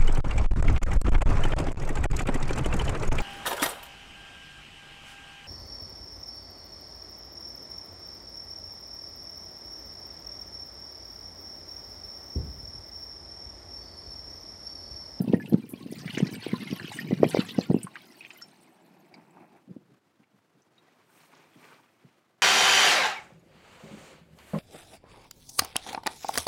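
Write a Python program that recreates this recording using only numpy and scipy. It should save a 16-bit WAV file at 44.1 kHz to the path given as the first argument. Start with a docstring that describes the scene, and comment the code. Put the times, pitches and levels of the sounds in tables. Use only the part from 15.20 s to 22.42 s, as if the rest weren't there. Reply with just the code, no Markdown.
"""Water jug emptied on a boat

A big plastic jug is upended over a tub on the deck of a boat at rest: pitch-sagging gulps ring its modes.
Water splashes out in surges (bubble grains, slaps, spray noise), thins to a trickle, last drips.
The empty jug bumps softly (filtered noise into its modes) and is turned upright with a rustle.
A calm sea, steady coloured noise, washes behind."""
import sys
import numpy as np
from scipy import signal
from scipy.fft import rfft, irfft, next_fast_len
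from scipy.io import wavfile

SR = 44100
rng = np.random.default_rng(int(sys.argv[2]) if len(sys.argv) > 2 else 0)


def master(y):
    """Save y as 16-bit WAV."""
    cut = np.clip(np.atleast_2d(y).T, -1, 1)
    pcm = np.round(cut * 32767)  # scale
    wavfile.write(sys.argv[1], SR, pcm.astype(np.int16))


N = 318402  # samples

# air gulps in the neck, before ring and small bubbles: [peak t/s, level/dB, f/Hz]
GULPS = [(0.008, -14, 200), (0.08, -17.5, 250), (0.099, -17.5, 199), (0.1365, -7.5, 360),
         (0.143, -9.5, 219.7), (0.326, -14.5, 266), (0.333, -15.5, 327), (0.344, -6.5, 226),
         (0.538, -25, 271), (0.663, -27.5, 259), (0.726, -25, 288), (0.86, -28, 189), (0.977, -18.5, 294),
         (1.005, -18, 350), (1.031, -11.5, 190), (1.267, -19, 352), (1.335, -14.5, 224), (1.529, -18, 225),
         (1.911, -17, 340), (1.921, -21, 474), (1.931, -12, 217), (2.004, -20, 207), (2.0328, -0.13, 442.6),
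         (2.042, -14, 615), (2.052, -15.5, 273), (2.065, -20.5, 200), (2.148, -9.5, 467),
         (2.172, -11.5, 464), (2.193, -11, 233), (2.387, -10, 228), (2.3896, -14.5, 511),
         (2.503, -20.5, 555), (2.504, -11, 190), (2.513, -12.5, 333), (2.545, -13.5, 381),
         (2.547, -11.5, 231), (2.566, -17.5, 249), (2.647, -29.5, 188), (4.513, -35.5, 178),
         (4.567, -30.5, 262)]
# clearest bubbles and drops in the tub: [t/s, level/dB, f/Hz, t60/s]
DROPS = [(0.142, -31.5, 1884, .045), (0.199, -36, 1723, 0.11), (0.2595, -35.5, 2730, 0.02),
         (0.297, -41, 12317, .02), (0.8785, -23.5, 1960, .01), (0.949, -25.5, 2930, 0.025),
         (1.3408, -33, 1027, 0.089), (1.5974, -27.5, 1710, 0.02), (1.717, -30, 817, 0.027),
         (1.7882, -24, 1865, 0.045), (2.0437, -25.5, 2370, 0.024), (2.4099, -27.5, 4180, 0.021),
         (2.631, -28.5, 8580, 0.033), (2.669, -30, 1097, 0.029), (2.7561, -23.5, 1650, 0.0076),
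         (3.0075, -35, 2530, 0.043), (3.0494, -32, 2420, 0.018), (3.1052, -31.5, 2550, 0.016),
         (3.174, -45, 13300, 0.032), (3.216, -41.5, 1387, 0.04), (3.2214, -35.5, 5420, 0.081),
         (3.9405, -42, 2261, 0.029), (3.941, -43, 4770, 0.028), (4.17, -38, 885, 0.023),
         (5.4197, -56, 5922, .016), (5.5803, -53.5, 3779, 0.054)]
# slugs of water slapping into the tub, before layer gains: [t/s, level/dB, f/Hz, length/s]
SLAPS = [(0.125, -46, 2770, 0.0057), (0.015, -44.5, 12100, 0.0062), (0.294, -49, 12500, .004),
         (0.332, -46.5, 4100, 0.0029), (0.49, -46.5, 11570, 0.019), (0.713, -49.5, 10850, 0.011),
         (0.723, -49, 5070, 0.0066), (0.783, -47.5, 4960, 0.019), (0.971, -31, 1950, 0.0073),
         (0.98, -39.5, 5740, 0.0085), (1.067, -42, 4520, 0.0072), (1.24, -43.5, 2380, 0.043),
         (1.66, -53, 4800, 0.015), (1.715, -47.5, 7460, 0.0302), (2.085, -41.5, 9060, 0.022),
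         (2.189, -39.5, 1370, 0.019), (2.282, -38.5, 3370, 0.018), (2.633, -38.5, 9460, 0.0013),
         (3.02, -51.5, 2530, .025), (3.211, -55, 5800, 0.0077), (5.032, -63.5, 2300, .006)]
# soft bumps and scuffs of the nearly empty jug, led at 4.47 s by a slosh of its last water: [t/s, peak
# level/dB, contact/s]
JUG_BUMPS = [(4.471, -39, 0.02), (4.6, -55, 0.02), (4.679, -51, 0.017), (4.99, -51.5, 0.0086),
             (5.135, -54.5, 0.0076), (5.346, -57, .008), (6.354, -46, 0.0048), (6.838, -44.5, 0.0052)]
# spurts as the last water leaves the jug's shoulder: [t/s, level/dB, half length/s]
LAST_SPURTS = [(3.98, -60.5, 0.035), (4.218, -57, .055), (4.362, -58, 0.034)]
# sleeves and palms sliding, before layer gains: [t/s, rub level/dB, fine hiss level/dB, half length/s]
RUB_STROKES = [(5.72, -71, -90, .15), (6.0, -66.5, -73, 0.1), (6.21, -64.5, -82.5, 0.13),
               (6.479, -61, -76.5, 0.12), (6.8, -73, -89, .3)]
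# air and wall modes of the jug: [f/Hz, level/dB, t60/s]
JUG_RESONANCES = [(126.2, -1.5, .09), (159, -17.5, .10), (176, -12.5, .12), (260, -10.5, .10),
                  (284.5, -22, 0.081), (378, -15.5, 0.18), (455, -19, 0.02), (580, -22, .05),
                  (680, -18.5, 0.019)]
# strength of the stream, as splash level before layer gains: [t/s, level/dB]
STREAM_LEVEL = [(0.0, -54.5), (0.26, -58.5), (0.66, -57.5), (0.95, -48.5), (1.15, -51.5), (1.63, -48),
                (1.81, -51), (2.0, -53), (2.19, -41.5), (2.28, -49.5), (2.43, -50), (2.51, -56.5),
                (2.77, -57), (3.16, -58), (3.34, -62), (3.72, -68.5), (4.15, -69.5), (4.4, -70.5)]
# churning in the jug: [t/s, level/dB]
CHURN_LEVEL = [(0, -32), (.45, -46), (.68, -44), (1.0, -40), (1.2, -41.5), (2.1, -40), (2.58, -53),
               (2.72, -59.5), (3.1, -75)]
# relative spectrum of the splash: [f/Hz, level/dB per Hz]
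SPLASH_SPECTRUM = [(410, -38), (700, -11), (944, -11.5), (1030, -5.5), (1210, -10), (1890, -3.5),
                   (2970, -1.5), (3400, -7), (4370, -5), (5500, -11), (7000, -26), (9100, -53.5),
                   (15400, -120)]
# relative spectrum of spray and fine hiss: [f/Hz, level/dB per Hz]
SPRAY_SPECTRUM = [(3530, -30), (5600, -4), (6600, -7.5), (8890, 1), (9940, -6.5), (11900, -4),
                  (15500, -6.5)]
# relative spectrum of big bubbles in the jug: [f/Hz, level/dB per Hz]
CHURN_SPECTRUM = [(35, -58), (60, -30.5), (118, -3), (166, 0.5), (290, -3.5), (380, -10), (541, -20),
                  (822, -25.5), (900, -24), (1170, -47), (1980, -120)]
# relative spectrum of the thin stream: [f/Hz, level/dB per Hz]
TRICKLE_SPECTRUM = [(53, -61), (90, -23), (168, -1.5), (289, -5), (347, -0.5), (411, -9.5), (512, -15),
                    (664, -8.5), (883, -9), (1210, -20.5), (2000, -22.5), (2600, -20.5), (4400, -110)]
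# relative spectrum of cloth and skin on plastic: [f/Hz, level/dB per Hz]
RUSTLE_SPECTRUM = [(88, -30.5), (155, -1), (207, -10.5), (255, -3), (501, -7), (1100, -7), (2000, -12),
                   (2310, -12), (7000, -26), (9100, -44), (15400, -120)]
# relative spectrum of the sea: [f/Hz, level/dB per Hz]
SEA_SPECTRUM = [(56, -48), (95, -10.5), (364, -7.5), (396, -11.5), (480, -12.5), (620, -13.5), (675, -13.5),
                (1490, -18), (2590, -23.5), (15500, -40)]

CUTOFF_HZ = 15750
SEA_DB = -68.5
# a gulp at GULP_HZ has time scale GULP_S; higher ones shorten by this power
GULP_S, GULP_HZ, GULP_SHORTENING_POWER = .0063, 228.6, 1.5
GULP_GLIDE_OCTAVES = -.25
STIR_DB, STIR_S = -11.5, .02  # big bubbles churned up by a gulp: level re gulp, spread in time
FULL_FLOW_DB = -50.5  # from here up the stream drags all the air it can under
SPRAY_DB, SPRAY_FLOW_POWER = -62, .8  # spray at full flow before layer gains; share of flow swing
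TRICKLE_START_S, TRICKLE_END_S, TRICKLE_DB, TRICKLE_FADE_S = 2.7, 4.17, -61, .22


def from_db(db):
    """Decibels to gain."""
    return 10 ** (np.asarray(db) / 20)


def rms_one(x):
    """Scale to unit power."""
    return x / np.sqrt(np.mean(x ** 2) + 1e-20)


def at_hz(points, hz):
    """Read a spectrum on a log-frequency axis."""
    points = np.array(points)
    return np.interp(np.log(hz), np.log(points[:, 0]), points[:, 1])


def drift(rate_hz):
    """Smooth random wander of rms 1: noise through two equal poles, at 1/40 of SR."""
    r = np.exp(-80 * np.pi * rate_hz / SR)
    noise = rng.standard_normal(N // 40 + 2002)
    slow = signal.lfilter([1], [1, -2 * r, r * r], noise)[2000:]  # skip the settling
    return np.interp(np.arange(N) / 40, np.arange(len(slow)), rms_one(slow))


def add(out, start_s, sound):
    """Mix a sound in at a time, clipped to the scene."""
    start = round(start_s * SR)
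    part = sound[max(-start, 0):max(N - start, 0)]
    out[max(start, 0):max(start, 0) + len(part)] += part


def held(start_s, end_s, fade_s):
    """Gain 1 between two times, dying away exponentially outside them."""
    t = np.arange(N) / SR
    return np.exp(-np.abs(t - np.clip(t, start_s, end_s)) / fade_s)


def curve_gain(rows, fade_s):
    """A level curve as gain per sample, fading out beyond its span."""
    s, db = np.transpose(rows)
    return held(s[0], s[-1], fade_s) * from_db(np.interp(np.arange(N) / SR, s, db))


def swell_at(s, half_s):
    """A bell-shaped swell of height 1."""
    return np.exp(-((np.arange(N) / SR - s) / half_s) ** 2)


def resonate(x, hz, t60):
    """A two-pole resonance with gain 1 on top."""
    r = np.exp(-np.log(1000) / (t60 * SR))
    zeros = np.array([1, 0, -1]) * (1 - r * r) / 2
    poles = [1, -2 * r * np.cos(2 * np.pi * hz / SR), r * r]
    return signal.lfilter(zeros, poles, x + 1e-18)


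def coloured(x, colour):
    """Causal (minimum-phase) filter with the given spectrum, falling steeply past its ends; rms 1."""
    hz = np.maximum(np.arange(2049) * SR / 4096, 1)
    octaves_beyond = np.abs(np.log2(hz / np.clip(hz, colour[0][0], colour[-1][0])))
    db = at_hz(colour, hz) - 24 * np.minimum(octaves_beyond, 3)
    cepstrum = irfft(np.log(from_db(db)))
    # fold to the causal side: minimum phase
    cepstrum[1:2048] *= 2
    cepstrum[2049:] = 0
    impulse = irfft(np.exp(rfft(cepstrum)))
    return rms_one(signal.oaconvolve(x, impulse)[:N])


def hiss(colour, flutter_db):
    """Coloured noise with a restless level."""
    return coloured(rng.standard_normal(N) * from_db(flutter_db * drift(35)), colour)


def grain_cloud(colour, per_s, cycles, spread_db, clump_db=0, count=28):
    """Random impulses ringing some cycles at one of many pitches; neighbouring pitches clump; rms 1."""
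    draws = rng.random((int(per_s * N / SR), 4))
    at, kind = (draws[:, 0] * N).astype(int), (draws[:, 1] * count).astype(int)
    strength_db = spread_db * np.minimum(-np.log(1 - draws[:, 2]), 3.5)
    sizes = from_db(strength_db) * np.sign(draws[:, 3] - .5)
    out = np.zeros(N)
    pitches = np.geomspace(colour[0][0], min(colour[-1][0], CUTOFF_HZ), count)
    for k, hz in enumerate(pitches):
        if k % 3 == 0:  # three pitches share a clump
            clump = from_db(clump_db * np.minimum(drift(22), 2))
        impulses = np.bincount(at[kind == k], sizes[kind == k], N)
        out += resonate(clump * impulses, hz, cycles / hz)
    return coloured(out, colour)


def ringing_bubbles(colour, share, per_s, cycles, spread_db, rise, onset_cycles):
    """Separate bubbles swell, glide up and die; share (0-1 in time) thins them; rms 1 at full rate."""
    out, low, high = np.zeros(N), colour[0][0], min(colour[-1][0], CUTOFF_HZ)
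    draws = rng.random((int(per_s * N / SR), 6))
    born = draws[:, 5] < share[(draws[:, 0] * N).astype(int)]
    for when, size, strength, life, glide in draws[born, :5]:
        hz = low * (high / low) ** size
        t60 = cycles * 2 ** (2 * life - 1) / np.sqrt(hz * low)  # small bubbles last more cycles
        t = np.arange(int(min(t60, .1) * SR) + 1) / SR
        shape = np.exp(-np.log(1000) * t / t60) * (1 - np.exp(-t * hz / onset_cycles))
        wave = np.sin(2 * np.pi * hz * t * (1 + rise * glide * t / t60))
        db = spread_db * min(-np.log(1 - strength), 3.2)
        add(out, when * N / SR, from_db(db) * np.sqrt(size + .5) * shape * wave)
    return coloured(out, colour) * np.sqrt(share.mean())


def jug_ring(x):
    """The air and thin walls of the jug ring: parallel modes of alternating sign."""
    return sum(from_db(db) * resonate(x, hz, t60) * (-1) ** k
               for k, (hz, db, t60) in enumerate(JUG_RESONANCES))


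def deck(x, echo_db=-15, t60=0.15):
    """A short scatter of echoes from tub, cabin side and deck: decaying noise after 4 ms."""
    t = np.arange(SR // 5) / SR
    echoes = rng.standard_normal(len(t)) * np.exp(-np.log(1000) * t / t60) * (t > .004)
    return x + from_db(echo_db) * signal.oaconvolve(x, echoes / np.linalg.norm(echoes))[:N]


def sea():
    """A calm sea's steady wash: broadband noise, slightly restless."""
    return from_db(SEA_DB) * hiss(SEA_SPECTRUM, flutter_db=1.9)


def glugs(swell=0.39, die=0.5, overtone_db=-15, ring_db=-3, snap_db=-36):
    """Each gulp swells, pinches off and rings briefly, its pitch sagging as it grows; the jug rings on."""
    out, lead_s = np.zeros(N), .02
    t = np.arange(SR // 10) / SR - lead_s
    for (s, db, hz), chance in zip(GULPS, rng.random((len(GULPS), 2))):
        age = t / (GULP_S * (GULP_HZ / hz) ** GULP_SHORTENING_POWER)
        rising = (age / (swell * np.sqrt(2))) ** 2
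        dying = np.hypot(age / die, .5) - .5
        shape = np.exp(-np.where(age < 0, rising, dying))
        pitch = hz * 2 ** (GULP_GLIDE_OCTAVES * np.tanh(age * 2))
        phase = 2 * np.pi * (np.cumsum(pitch) / SR + chance[0])
        # a strongly squeezed bubble adds a brief octave
        octave = from_db(overtone_db) * shape * np.sin(2 * phase + 2 * np.pi * chance[1])
        add(out, s - lead_s, from_db(db) * shape * (np.sin(phase) + octave))
    envelope = np.abs(signal.hilbert(out, next_fast_len(N))[:N])
    # the neck spits small bubbles at every gulp
    spit_spectrum = [(600, 4.5), (1200, -7.0), (3000, -17), (6000, -35.0)]  # f/Hz, level/dB per Hz
    spit = envelope * grain_cloud(spit_spectrum, per_s=1900, cycles=16, spread_db=-1.5, count=14)
    # the water around it is stirred
    r = np.exp(-1 / (STIR_S * SR))
    spread_envelope = signal.filtfilt([1 - r], [1, -r], envelope, padtype=None)
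    stir = spread_envelope * grain_cloud(CHURN_SPECTRUM, per_s=500, cycles=8, spread_db=1.5, count=12)
    return out + from_db(ring_db) * jug_ring(out) + from_db(snap_db) * spit + from_db(STIR_DB) * stir


def pour(thinning=.7, surge_db=1.5, bubbles_db=0, foam_db=-.5, wash_db=-9, droplets_db=3, mist_db=-7):
    """Big bubbles churn in the jug; the falling water breaks into ringing bubbles, foam and spray."""
    splash = curve_gain(STREAM_LEVEL, fade_s=.16)
    flow = splash / from_db(FULL_FLOW_DB)
    spray = from_db(SPRAY_DB) * flow ** SPRAY_FLOW_POWER
    churn = curve_gain(CHURN_LEVEL, fade_s=.5) * grain_cloud(
        CHURN_SPECTRUM, per_s=290, cycles=9, spread_db=1.5, clump_db=2.0, count=12)
    # a thin stream drags less air under: fewer bubbles, over a soft wash
    entrained = np.minimum(flow, 1) ** thinning
    bubbles = ringing_bubbles(SPLASH_SPECTRUM, entrained ** 2, per_s=650, cycles=36,
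                              spread_db=4.0, rise=.02, onset_cycles=2.5)
    foam = entrained * grain_cloud(
        SPLASH_SPECTRUM, per_s=4500, cycles=45, spread_db=2.0, clump_db=8, count=36)
    wash = hiss(SPLASH_SPECTRUM, flutter_db=4.5)
    droplets = np.sqrt(entrained) * grain_cloud(
        SPRAY_SPECTRUM, per_s=2000, cycles=150, spread_db=3.8, clump_db=8.5, count=33)
    mist = hiss(SPRAY_SPECTRUM, flutter_db=3.0)
    body = from_db(bubbles_db) * bubbles + from_db(foam_db) * foam + from_db(wash_db) * wash
    fine = from_db(droplets_db) * droplets + from_db(mist_db) * mist
    return churn + from_db(surge_db * drift(18)) * (splash * body + spray * fine)


def splats(ring_cycles=4.1, patter_db=4, wash_db=-3, bubble_db=3,
           spread_octaves=0.236, bubble_t60=0.018, count=12):
    """Each slug slaps the surface and bursts into a swarm of bubbles of about one size."""
    out, t = np.zeros(N), np.arange(SR // 6) / SR
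    for s, db, hz, length_s in SLAPS:
        uneven_db = patter_db * np.clip(rng.standard_normal(len(t)), -2, 2)
        patter = rng.standard_normal(len(t)) * from_db(uneven_db)
        ring_s = ring_cycles / hz
        wash = rms_one(resonate(resonate(patter, hz, ring_s), hz, ring_s))
        shape = np.minimum(4 * t / length_s, 1) * np.exp(-np.maximum(t / length_s - .5, 0))
        add(out, s, from_db(db + wash_db) * wash * shape)
        swarm_gain = from_db(db + bubble_db) * np.sqrt(2 * length_s / bubble_t60)
        for late, octaves, size in zip(rng.random(count), rng.standard_normal(count), rng.random(count)):
            pitch = min(hz * 2 ** (spread_octaves * octaves), CUTOFF_HZ)
            bubble = np.sin(2 * np.pi * pitch * t) * np.exp(-np.log(1000) * t / bubble_t60)
            add(out, s + 2 * length_s * late, swarm_gain * size * bubble)
    return out


def plinks(rise=.015, attack_s=.0004, tick_db=-14, tick_s=.005, tick_cycles=3.5,
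           satellite_db=-11, satellite_octaves=0.22):
    """A drop splats and traps a bubble, whose pitch rises as it dies, and a few weaker ones."""
    out, t = np.zeros(N), np.arange(SR // 6) / SR

    def bubble(hz, t60):
        """A decaying sine with a soft attack and a slight upward glide."""
        pitch = hz * (1 + rise * (np.minimum(t / t60, 1) - .2))
        shape = np.exp(-np.log(1000) * t / t60) * (1 - np.exp(-t / attack_s))
        return np.sin(2 * np.pi * np.cumsum(pitch) / SR) * shape

    for s, db, hz, t60 in DROPS:
        ring_s = tick_cycles / hz
        noise = rng.standard_normal(len(t))
        tick = rms_one(resonate(resonate(noise, hz, ring_s), hz, ring_s)) * np.exp(-t / tick_s)
        add(out, s, from_db(db) * (bubble(hz, t60) + from_db(tick_db) * tick))
        late_s = rng.uniform(0.0015, .014, size=3)
        for late, octaves in zip(late_s, rng.normal(0, satellite_octaves, size=3)):
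            satellite = bubble(min(hz * 2 ** octaves, CUTOFF_HZ), 0.019)
            add(out, s + late, from_db(db + satellite_db) * satellite)
    return out


def trickle():
    """The last thin stream patters steadily into the tub, with a few spurts as it ends."""
    level = from_db(TRICKLE_DB) * held(TRICKLE_START_S, TRICKLE_END_S, TRICKLE_FADE_S)
    level = level + sum(from_db(db) * swell_at(s, half_s) for s, db, half_s in LAST_SPURTS)
    patter = grain_cloud(TRICKLE_SPECTRUM, per_s=2600, cycles=16, spread_db=3.0)
    wash = hiss(TRICKLE_SPECTRUM, flutter_db=3.0)
    return level * (from_db(-0.5) * patter + from_db(-5.0) * wash)


def bumps(low_hz=160, soft_hz=330, scuff_db=-12):
    """Palm and deck nudge the jug, and its last water sloshes once: a soft, scuffing contact into its modes."""
    out, t = np.zeros(N), np.arange(SR // 4) / SR
    softness = signal.butter(2, [low_hz, soft_hz], "band", fs=SR, output="sos")
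    for s, db, contact_s in JUG_BUMPS:
        scuff = rng.standard_normal(len(t)) * t * np.exp(-t / contact_s)
        contact = signal.sosfilt(softness, scuff)
        thud = jug_ring(contact) + from_db(scuff_db) * contact
        add(out, s, from_db(db) * thud / np.abs(thud).max())
    return out


def rustle(wall_hz=2300, wall_t60=0.008, rasp_db=-2, pressed_db=-58, uneven_db=1.5):
    """Cloth and skin slide unevenly over the plastic; under pressure tiny slips make the wall rasp."""
    rub = sum(from_db(db) * swell_at(s, half_s) for s, db, _, half_s in RUB_STROKES)
    rub = rub * from_db(uneven_db * drift(7.5))
    fine = sum(from_db(db) * swell_at(s, half_s) for s, _, db, half_s in RUB_STROKES)
    slips = rng.standard_normal(N) * (rng.random(N) < 350 / SR)  # 350 per s
    # rasp grows faster than the rub
    rasp = rms_one(resonate(slips, wall_hz, wall_t60)) * np.sqrt(rub / from_db(pressed_db))
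    grain = grain_cloud(RUSTLE_SPECTRUM, per_s=3000, cycles=16.4, spread_db=2.0, clump_db=6.5, count=21)
    cloth = from_db(3.5) * hiss(RUSTLE_SPECTRUM, flutter_db=1.0) + from_db(1.0) * grain
    fine_hiss = fine * from_db(6.5) * hiss(SPRAY_SPECTRUM, flutter_db=1.5)
    return rub * (cloth + from_db(rasp_db) * rasp) + fine_hiss


def scene():
    """Water, with deck echoes, and dry trickle and handling over a calm sea."""
    water = deck(glugs() + pour() + splats() + plinks())
    return (sea() + water + trickle() + bumps() + rustle())[None]


def record(dry):
    """The microphone drops the deep bass; the top is cut."""
    bass_cut = signal.butter(2, 52, "high", fs=SR, output="sos")
    top_cut = signal.ellip(10, .2, 80, CUTOFF_HZ, fs=SR, output="sos")
    return signal.sosfilt(top_cut, signal.sosfilt(bass_cut, dry))


dry = scene()
out = record(dry)
master(out)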